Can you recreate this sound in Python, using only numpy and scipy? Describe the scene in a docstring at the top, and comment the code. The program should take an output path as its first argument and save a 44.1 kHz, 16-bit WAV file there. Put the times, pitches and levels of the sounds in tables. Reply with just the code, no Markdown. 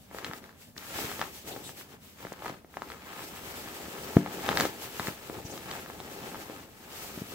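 """In a tent, someone crawls onto an air pad, pushes a down quilt aside and pulls another over, close by.
Thin nylon hisses as it slides, its wrinkles buckle in swarms and single snaps, and the down fill
shuffles softly. Hands and knees thump the pad, once hard enough to set its air chambers ringing.
The cloth walls give a weak echo, and a faint steady noise lies under it all."""
import sys
import numpy as np
from scipy import signal
from scipy.fft import rfft, irfft
from scipy.io import wavfile
from scipy.ndimage import uniform_filter1d

SR = 44100
rng = np.random.default_rng(int(sys.argv[2]) if len(sys.argv) > 2 else 0)


def bounce(signal):
    """Save signal as a 16-bit WAV file at the path given by the first command-line argument."""
    frames = np.transpose(np.atleast_2d(signal))
    limited = np.clip(frames, -1, 1)
    pcm = np.round(limited * 32767).astype(np.int16)
    wavfile.write(sys.argv[1], SR, pcm)


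N = 323694
LAG_S = 0.0001244  # the bedding is nearer the right side, so the left hears it later

# tone of small buckling wrinkles: f/Hz, level/dB
CRUMPLE_TONE = [(40, 14), (300, -3), (700, -3.5), (1100, 1.5), (1900, -0.5), (2300, -1), (2700, -2),
                (3500, -4), (5000, -7.5), (8000, -6.5), (10000, -27), (16000, -8)]


def gain_of(db):
    """Turns decibels into a number to multiply a sound by."""
    return 10 ** (np.asarray(db) / 20)


def evened(x):
    """Scales a signal to an average size (rms) of 1."""
    return x / np.sqrt(np.mean(x ** 2) + 1e-20)


def peaked(x):
    """Scales a sound so that its outline peaks at 1."""
    return x / abs(signal.hilbert(x)).max()


def look_up(points, hz):
    """Reads between the rows of a table, on a log frequency scale."""
    f, value = np.transpose(points)
    return np.interp(np.log(hz + 1), np.log(f + 1), value)


def add(mix, s, sound):
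    """Mixes a sound in, starting at s seconds."""
    part = mix[max(round(s * SR), 0):][:len(sound)]
    part += sound[:len(part)]


def coloured(x, tone, size=4096):
    """Gives a sound the tone in a table, with a filter that keeps sudden starts sharp."""
    log_gain = np.log(gain_of(look_up(tone, abs(np.fft.fftfreq(size, 1 / SR)))))
    taps = np.fft.ifft(np.exp(np.conj(signal.hilbert(log_gain)))).real[:size // 2]
    return signal.oaconvolve(x, taps.reshape((1,) * (x.ndim - 1) + (-1,)))[..., :x.shape[-1]]


def stereo(x, lag_s):
    """Makes two channels, the left lag_s behind the right."""
    lag = int(round(lag_s * SR))
    return np.array([np.roll(x, lag // 2), np.roll(x, lag // 2 - lag)])


def wander(rate_hz):
    """A smooth random curve that moves mostly slower than rate_hz."""
    hz = np.fft.rfftfreq(N, 1 / SR)
    return evened(irfft(rfft(rng.standard_normal(N)) / (1 + (hz / rate_hz) ** 2), N))


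def hiss(tone, patchy_db, size=512):
    """Stereo noise with louder patches that come and go across time and pitch."""
    # how alike left and right are: f/Hz, likeness (0 to 1)
    likeness = [(60, 0.98), (290, 0.74), (640, 0.35), (1400, 0.27), (3000, 0.28), (7000, 0.028),
                (15000, 0.082)]
    frames, hz = N // (size // 4) + 5, np.fft.rfftfreq(size, 1 / SR)
    a, b, c, d, patches = rng.standard_normal((5, frames, len(hz))).transpose(0, 2, 1)
    patches = evened(uniform_filter1d(uniform_filter1d(patches, size=11, axis=0), size=12, axis=1))
    same = np.clip(look_up(likeness, hz), 0, 1)[:, None]
    right, unrelated = a + 1j * b, c + 1j * d
    delay = np.exp(-2j * np.pi * hz * LAG_S)[:, None]
    left = (same * right + np.sqrt(1 - same ** 2) * unrelated) * delay
    spectra = np.array([left, right]) * gain_of(patchy_db * patches)
    noise = signal.istft(spectra, nperseg=size, noverlap=size - size // 4)[1][:, :N]
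    return evened(coloured(noise, tone))


def background(level_db=-56.5):
    """A faint, steady, low rush."""
    # tone of the rush: f/Hz, level/dB
    rush_tone = [(20, -12), (40, -10), (70, 4.5), (130, -1), (230, 3), (350, -12), (600, -9.5), (1200, -21),
                 (3000, -24.5), (9500, -28), (15000, -24)]
    return gain_of(level_db) * hiss(rush_tone, patchy_db=1.5)


def tent_echo(x, size=8192):
    """Sound bounces off the cloth walls and dies quickly."""
    # how long the echo lasts: f/Hz, time to fade by 60 dB/s
    fade_times = [(100, 0.13), (400, 0.043), (1500, 0.21), (5000, 0.096), (15000, 0.011)]
    bounces = rng.standard_normal((2, size)) * (rng.random((2, size)) < .1)
    bounces *= np.arange(size) > SR * .002  # none in the first 2 ms
    hz, t, spectra = signal.stft(bounces, SR, nperseg=128)
    fade = gain_of(-60 * t / look_up(fade_times, hz)[:, None])
    tail = signal.istft(spectra * fade, SR, nperseg=128)[1]
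    return signal.oaconvolve(x, tail / np.linalg.norm(tail, axis=1, keepdims=True), axes=1)[:, :N]


def pad_thumps(level_db=-2, ring_db=1, pulse_speed=0.89, low_hz=48):
    """Each blow pushes one pulse of air out of the pad, whose chambers ring on."""
    # hands and knees landing: t/s, relative level/dB, rough pitch f/Hz
    blows = [(0.2985, -34, 130), (0.7686, -44, 110), (1.048, -33, 120), (1.216, -37.5, 135),
             (2.253, -32.5, 208), (2.3207, -41, 250), (2.5033, -33.5, 220), (4.1692, -3.5, 192),
             (4.6541, -45, 292), (5.002, -30.5, 158), (5.0856, -26, 198), (5.3847, -36, 180),
             (5.453, -33, 98), (7.1775, -28.5, 240), (7.22, -26, 200)]
    # ringing air chambers and two brief knocks of the skin: f/Hz, level/dB, time to fade by 60 dB/s
    pad_notes = [(108, -35, .25), (152, -23, .25), (188, -20, .27), (238, -23, .24), (295, -20.5, .26),
                 (371, -25, .22), (440, -16, .03), (660, -18, .035), (678, -36, .16)]
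    out, lead_s = np.zeros(N), .02
    t = np.arange(SR // 2) / SR - lead_s
    age = np.maximum(t, 0)
    ring = sum(gain_of(db - 60 * age / fade_s) * np.sin(2 * np.pi * hz * age)
               for hz, db, fade_s in pad_notes)
    for s, db, hz in blows:
        phase = 2 * np.pi * hz * t * pulse_speed
        push = phase / (1 + phase ** 2 / 4) ** 3
        # trim the lowest bass so the push is a tight thump
        push = signal.sosfiltfilt(signal.butter(2, hz * .38, "high", fs=SR, output="sos"), push)
        add(out, s - lead_s, gain_of(db + level_db) * (push / push.max() + gain_of(ring_db) * ring))
    # deep bass is cut from the thumps
    return stereo(signal.sosfiltfilt(signal.butter(2, low_hz, "high", fs=SR, output="sos"), out), 0)


def movement(layer, drag_db):
    """Loudness of one layer over time: each stroke swells and fades on top of the steady dragging."""
    # pushes and pulls: peak t/s, rise/s, fall/s, then level/dB for slide, crumple and fill
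    strokes = [(.02, .1, .1, -58.5, -70, -66), (.16, 0.044, .068, -48, -50, -47),
               (.275, 0.14, 0.13, -50.5, -46.5, -45.5), (.378, 0.052, .022, -48.5, -51, -53),
               (.442, 0.026, 0.12, -59, -54, -55.5), (.615, .06, 0.13, -57, -74, -65),
               (.78, 0.019, 0.37, -47, -49.5, -55), (1.002, 0.098, 0.17, -36.5, -39, -39),
               (1.18, 0.071, 0.077, -42, -49, -46.5), (1.215, 0.028, 0.083, -44, -41, -46),
               (1.343, .15, .13, -47.5, -69, -53.5), (1.495, 0.056, .17, -44.5, -48.5, -43.5),
               (1.67, .06, 0.093, -45.5, -74, -51), (1.782, 0.031, 0.094, -48.5, -64, -52),
               (1.93, .07, 0.053, -55, -54, -53.5), (2.034, 0.037, 0.18, -54, -78, -64),
               (2.222, 0.056, 0.16, -51, -49, -51.5), (2.478, 0.11, 0.097, -51.5, -44.5, -44),
               (2.773, 0.084, 0.32, -56, -58, -55), (2.915, 0.11, 0.074, -52, -49.5, -48.5),
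               (3.211, .25, 0.068, -48, -44.5, -49), (4.105, 0.41, 1, -50.5, -47, -43.5),
               (4.356, 0.055, .12, -43.5, -59, -55), (4.52, 0.11, 0.092, -40.5, -33, -32),
               (4.605, .06, 0.086, -35.5, -35, -32), (4.843, 0.049, 0.059, -42, -52, -62),
               (5.069, .14, 0.07, -38.5, -45, -45), (5.374, 0.088, 0.075, -51, -47.5, -41),
               (5.518, 0.077, 0.13, -45.5, -52.5, -44), (5.749, 0.14, 0.12, -45, -42.5, -42.5),
               (6.29, 0.57, 0.2, -67, -52, -45), (6.54, 0.055, .13, -53.5, -50, -45),
               (7.03, 0.14, .21, -45, -67, -54), (7.34, 0.05, .11, -44, -52, -44.5)]
    # the quilts dragged over the pad, one after the other: t/s, level/dB
    dragging = [(2.9, -75), (3.25, -48.5), (3.6, -44.5), (4.2, -48), (4.75, -48.5), (5.3, -49.5),
                (5.42, -57.5), (5.65, -55), (5.95, -50), (6.2, -47.5), (6.5, -48.5), (6.73, -57.5),
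                (7.0, -47), (7.34, -50.5)]
    edge_db, curve = -11.5, 1.74  # drop one rise or fall away from the peak; 1 = pointed, 2 = rounded
    column = ("slide", "crumple", "fill").index(layer)
    t = np.arange(0, N, 32) / SR
    power = gain_of(np.interp(t, *np.transpose(dragging), left=-np.inf) + drag_db) ** 2
    for s, rise, fall, *layer_db in strokes:
        away = np.maximum((s - t) / rise, (t - s) / fall)
        power += gain_of(layer_db[column] + edge_db * away ** curve) ** 2
    return np.interp(np.arange(N) / SR, t, np.sqrt(power))


def buckle(hz, damping, size=700):
    """A wrinkle flips over: one swing of the cloth that dies almost at once."""
    phase = 2 * np.pi * hz * np.arange(size) / SR
    swing = np.exp((-damping + 1j * np.sqrt(1 - damping ** 2)) * phase).imag
    return np.diff(swing, prepend=0) / phase[1]


def swarm(per_s, spread_db, low_hz, high_hz, damping, scatter_s, count=14):
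    """Wrinkles of many sizes flip at random, each size at its own place on the bedding."""
    out = np.zeros((2, N))
    for k, hz in enumerate(np.geomspace(low_hz, high_hz, count)):
        flips = rng.random(N) < per_s / count / SR
        strength = gain_of(spread_db * np.minimum(rng.exponential(1, N), 3.5))
        clicks = flips * strength * rng.choice([-1., 1.], N)
        wrinkles = signal.oaconvolve(clicks, evened(buckle(hz, damping)))[:N]
        place = np.cos(k * np.pi * (3 - np.sqrt(5)))  # this step never lands on the same place twice
        out += stereo(wrinkles, LAG_S + scatter_s * place)
    return out


def down_shuffle(level_db=-1.5):
    """Broad folds flop over, muffled by the down."""
    # tone of the down fill: f/Hz, level/dB
    fill_tone = [(20, -27), (45, -25), (70, -4.5), (110, -5.5), (160, 0), (250, -0.5), (430, 3.5),
                 (600, 0.5), (900, 0.5), (1500, -51.5), (4000, -63)]
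    folds = swarm(per_s=1300, spread_db=2.5, low_hz=73, high_hz=1000, damping=.54, scatter_s=.000092)
    return gain_of(level_db) * movement("fill", drag_db=-2) * evened(coloured(folds, fill_tone))


def wrinkle_ticks(level_db=-10):
    """Now and then a middle-sized wrinkle ticks out of the crumpling."""
    ticks = swarm(per_s=45, spread_db=2, low_hz=600, high_hz=2400, damping=.55, scatter_s=.0001)
    return gain_of(level_db) * movement("crumple", drag_db=-1) * evened(coloured(ticks, CRUMPLE_TONE))


def crumpling(level_db=-2.5, clump_db=1.5):
    """Small wrinkles buckle in clumps as the quilt's cover folds."""
    wrinkles = swarm(per_s=2200, spread_db=3.6, low_hz=570, high_hz=3700, damping=.5, scatter_s=.00016)
    loudness = gain_of(level_db + clump_db * wander(rate_hz=25)) * movement("crumple", drag_db=-2.5)
    return loudness * evened(coloured(wrinkles, CRUMPLE_TONE))


def wrinkle_snaps(pop_boost_db=1, crack_boost_db=6.5, crack_s=.0007, loose_db=-24, loose_s=.007):
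    """A large wrinkle gives a hollow pop and a thin crack, and shakes a few small ones loose."""
    # large wrinkles snapping: t/s, pop level/dB, pop f/Hz, crack level/dB (levels before the boosts)
    snaps = [(.1129, -35, 760, -58), (.1472, -29, 500, -52), (.1862, -25, 1320, -38),
             (.2464, -25, 2000, -25), (.2657, -29, 980, -39), (.3131, -25, 1220, -48),
             (.3349, -25, 1400, -33), (.4412, -36, 1840, -42), (.4932, -37, 1390, -51),
             (.7656, -35, 1520, -52), (.9899, -24, 600, -42), (1.1162, -25, 1210, -43),
             (1.1941, -24, 730, -39), (1.215, -15, 1170, -27), (1.2251, -23, 1030, -49),
             (1.5636, -28, 490, -54), (1.6935, -33, 1160, -46), (1.8118, -35, 1380, -52),
             (2.2509, -28, 600, -52), (2.2695, -30, 1130, -43), (2.3216, -26, 510, -52),
             (2.337, -33, 1200, -52), (2.4225, -29, 850, -49), (2.4473, -26, 690, -42),
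             (2.4591, -24, 920, -38), (2.4633, -21, 1080, -41), (2.4816, -27, 1200, -35),
             (2.4974, -26, 690, -39), (2.6468, -38, 430, -73), (2.7419, -35, 1250, -61),
             (2.7707, -21, 780, -43), (2.8205, -21, 1050, -39), (2.9022, -29, 1230, -39),
             (2.9195, -29, 1980, -39), (4.1693, -17, 650, -40), (4.2621, -22, 800, -54),
             (4.4902, -11, 1100, -20), (4.5732, -11, 1760, -15), (4.6005, -12, 2000, -15),
             (4.609, -11, 1300, -20), (4.6537, -16, 480, -30), (4.9971, -17, 1070, -31),
             (5.0716, -21, 1730, -30), (5.0843, -21, 490, -47), (5.2983, -25, 380, -62),
             (5.578, -31, 1080, -37), (5.7131, -30, 1340, -30), (5.8617, -31, 1150, -58),
             (5.9005, -29, 930, -46), (6.0027, -29, 860, -39), (6.3462, -26, 1000, -46),
             (6.3568, -29, 980, -47), (6.4985, -29, 360, -62)]
    # tone of the pop: f/Hz, level/dB
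    pop_tone = [(30, -8), (80, 6), (150, 9.5), (900, 2), (1500, 1.5), (2000, 4), (2700, -6), (3500, -5),
                (5000, -12), (16000, -40)]
    # tone of the crack: f/Hz, level/dB
    crack_tone = [(500, -22), (2000, -4), (2700, -2), (3400, 3.5), (4100, 4), (5200, -1.5), (6500, -6.5),
                  (7800, -11), (9500, -19), (15000, -19)]
    out, lead_s = np.zeros((2, N)), .0003
    t = np.arange(2048) / SR
    loose = gain_of(loose_db) * np.exp(-t / loose_s)
    for s, pop_db, hz, crack_db in snaps:
        kick = loose * rng.standard_normal(len(t)) * (rng.random(len(t)) < .2)
        kick[0] = -1
        kick[int(SR / hz / 2)] += .3  # the fold springs back half a swing later
        swing = signal.oaconvolve(kick, buckle(hz, damping=.55))[:len(t)]
        pop = peaked(coloured(swing, pop_tone))
        burst = rng.standard_normal(len(t)) * (np.exp(-t / crack_s) + loose)
        crack = peaked(coloured(2 * kick + burst, crack_tone))
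        snap = gain_of(pop_db + pop_boost_db) * pop + gain_of(crack_db + crack_boost_db) * crack
        add(out[0], s - lead_s + LAG_S * rng.uniform(.3, .75), snap)
        add(out[1], s - lead_s, snap)
    return out


def thread_zips(spread=0.033):
    """Threads drum over threads: a narrow hiss at the rate they cross, broader for a short stroke."""
    # quick strokes across the weave: middle t/s, half length/s, thread crossing f/Hz, level/dB
    zips = [(.625, 0.12, 7700, -66), (.78, 0.0055, 4300, -36), (1.525, 0.034, 3670, -46.5),
            (1.662, 0.055, 3800, -48.5), (1.67, 0.072, 8050, -48), (2.329, 0.009, 6600, -46.5),
            (5.464, 0.033, 6000, -47), (5.516, 0.038, 6470, -46.5)]
    out = np.zeros((2, N))
    for s, half_s, hz, db in zips:
        count = int(2 * half_s * SR)
        off_pitch = np.fft.rfftfreq(count, 1 / SR) / hz - 1
        band = 1 / (1 + half_s * (off_pitch / spread) ** 2)
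        for channel in out:
            drumming = evened(irfft(rfft(rng.standard_normal(count)) * band, count))
            add(channel, s - half_s, gain_of(db) * drumming * np.hanning(count) ** 2)
    return out


def nylon_slide(level_db=1, catch_db=1.5):
    """Nylon hisses as it slides on nylon, catching and letting go."""
    # tone of the sliding: f/Hz, level/dB
    slide_tone = [(40, -4), (500, -2.5), (1500, 2.5), (3000, 5), (3800, 3), (5000, 2.5), (6500, 1.5),
                  (8200, 2), (9300, -4), (10300, -1.5), (11500, 1.5), (13500, 1.5), (15500, 2)]
    loudness = gain_of(level_db + catch_db * wander(rate_hz=11)) * movement("slide", drag_db=0)
    return loudness * hiss(slide_tone, patchy_db=1)


def scene(echo_db=-13, left_db=1.12, slide_left_db=0.72):
    """Bedding and pad in the tent, a little louder on the left, over a faint background."""
    cloth = crumpling() + wrinkle_ticks() + down_shuffle() + wrinkle_snaps()
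    bed = cloth + gain_of(echo_db) * tent_echo(cloth) + pad_thumps()
    bed *= gain_of([[left_db], [-left_db]])
    nylon = (nylon_slide() + thread_zips()) * gain_of([[slide_left_db], [-slide_left_db]])
    return background() + bed + nylon


def record(dry, ceiling=.92, top_hz=15800):
    """A soft limiter keeps the hardest blow below full scale; then the highest treble is cut away."""
    rounded = dry / (1 + (dry / ceiling) ** 6) ** (1 / 6)
    treble_cut = signal.firwin(511, top_hz, window=("kaiser", 9), fs=SR)
    return signal.oaconvolve(rounded, treble_cut[None], "same")


dry = scene()
out = record(dry)
bounce(out)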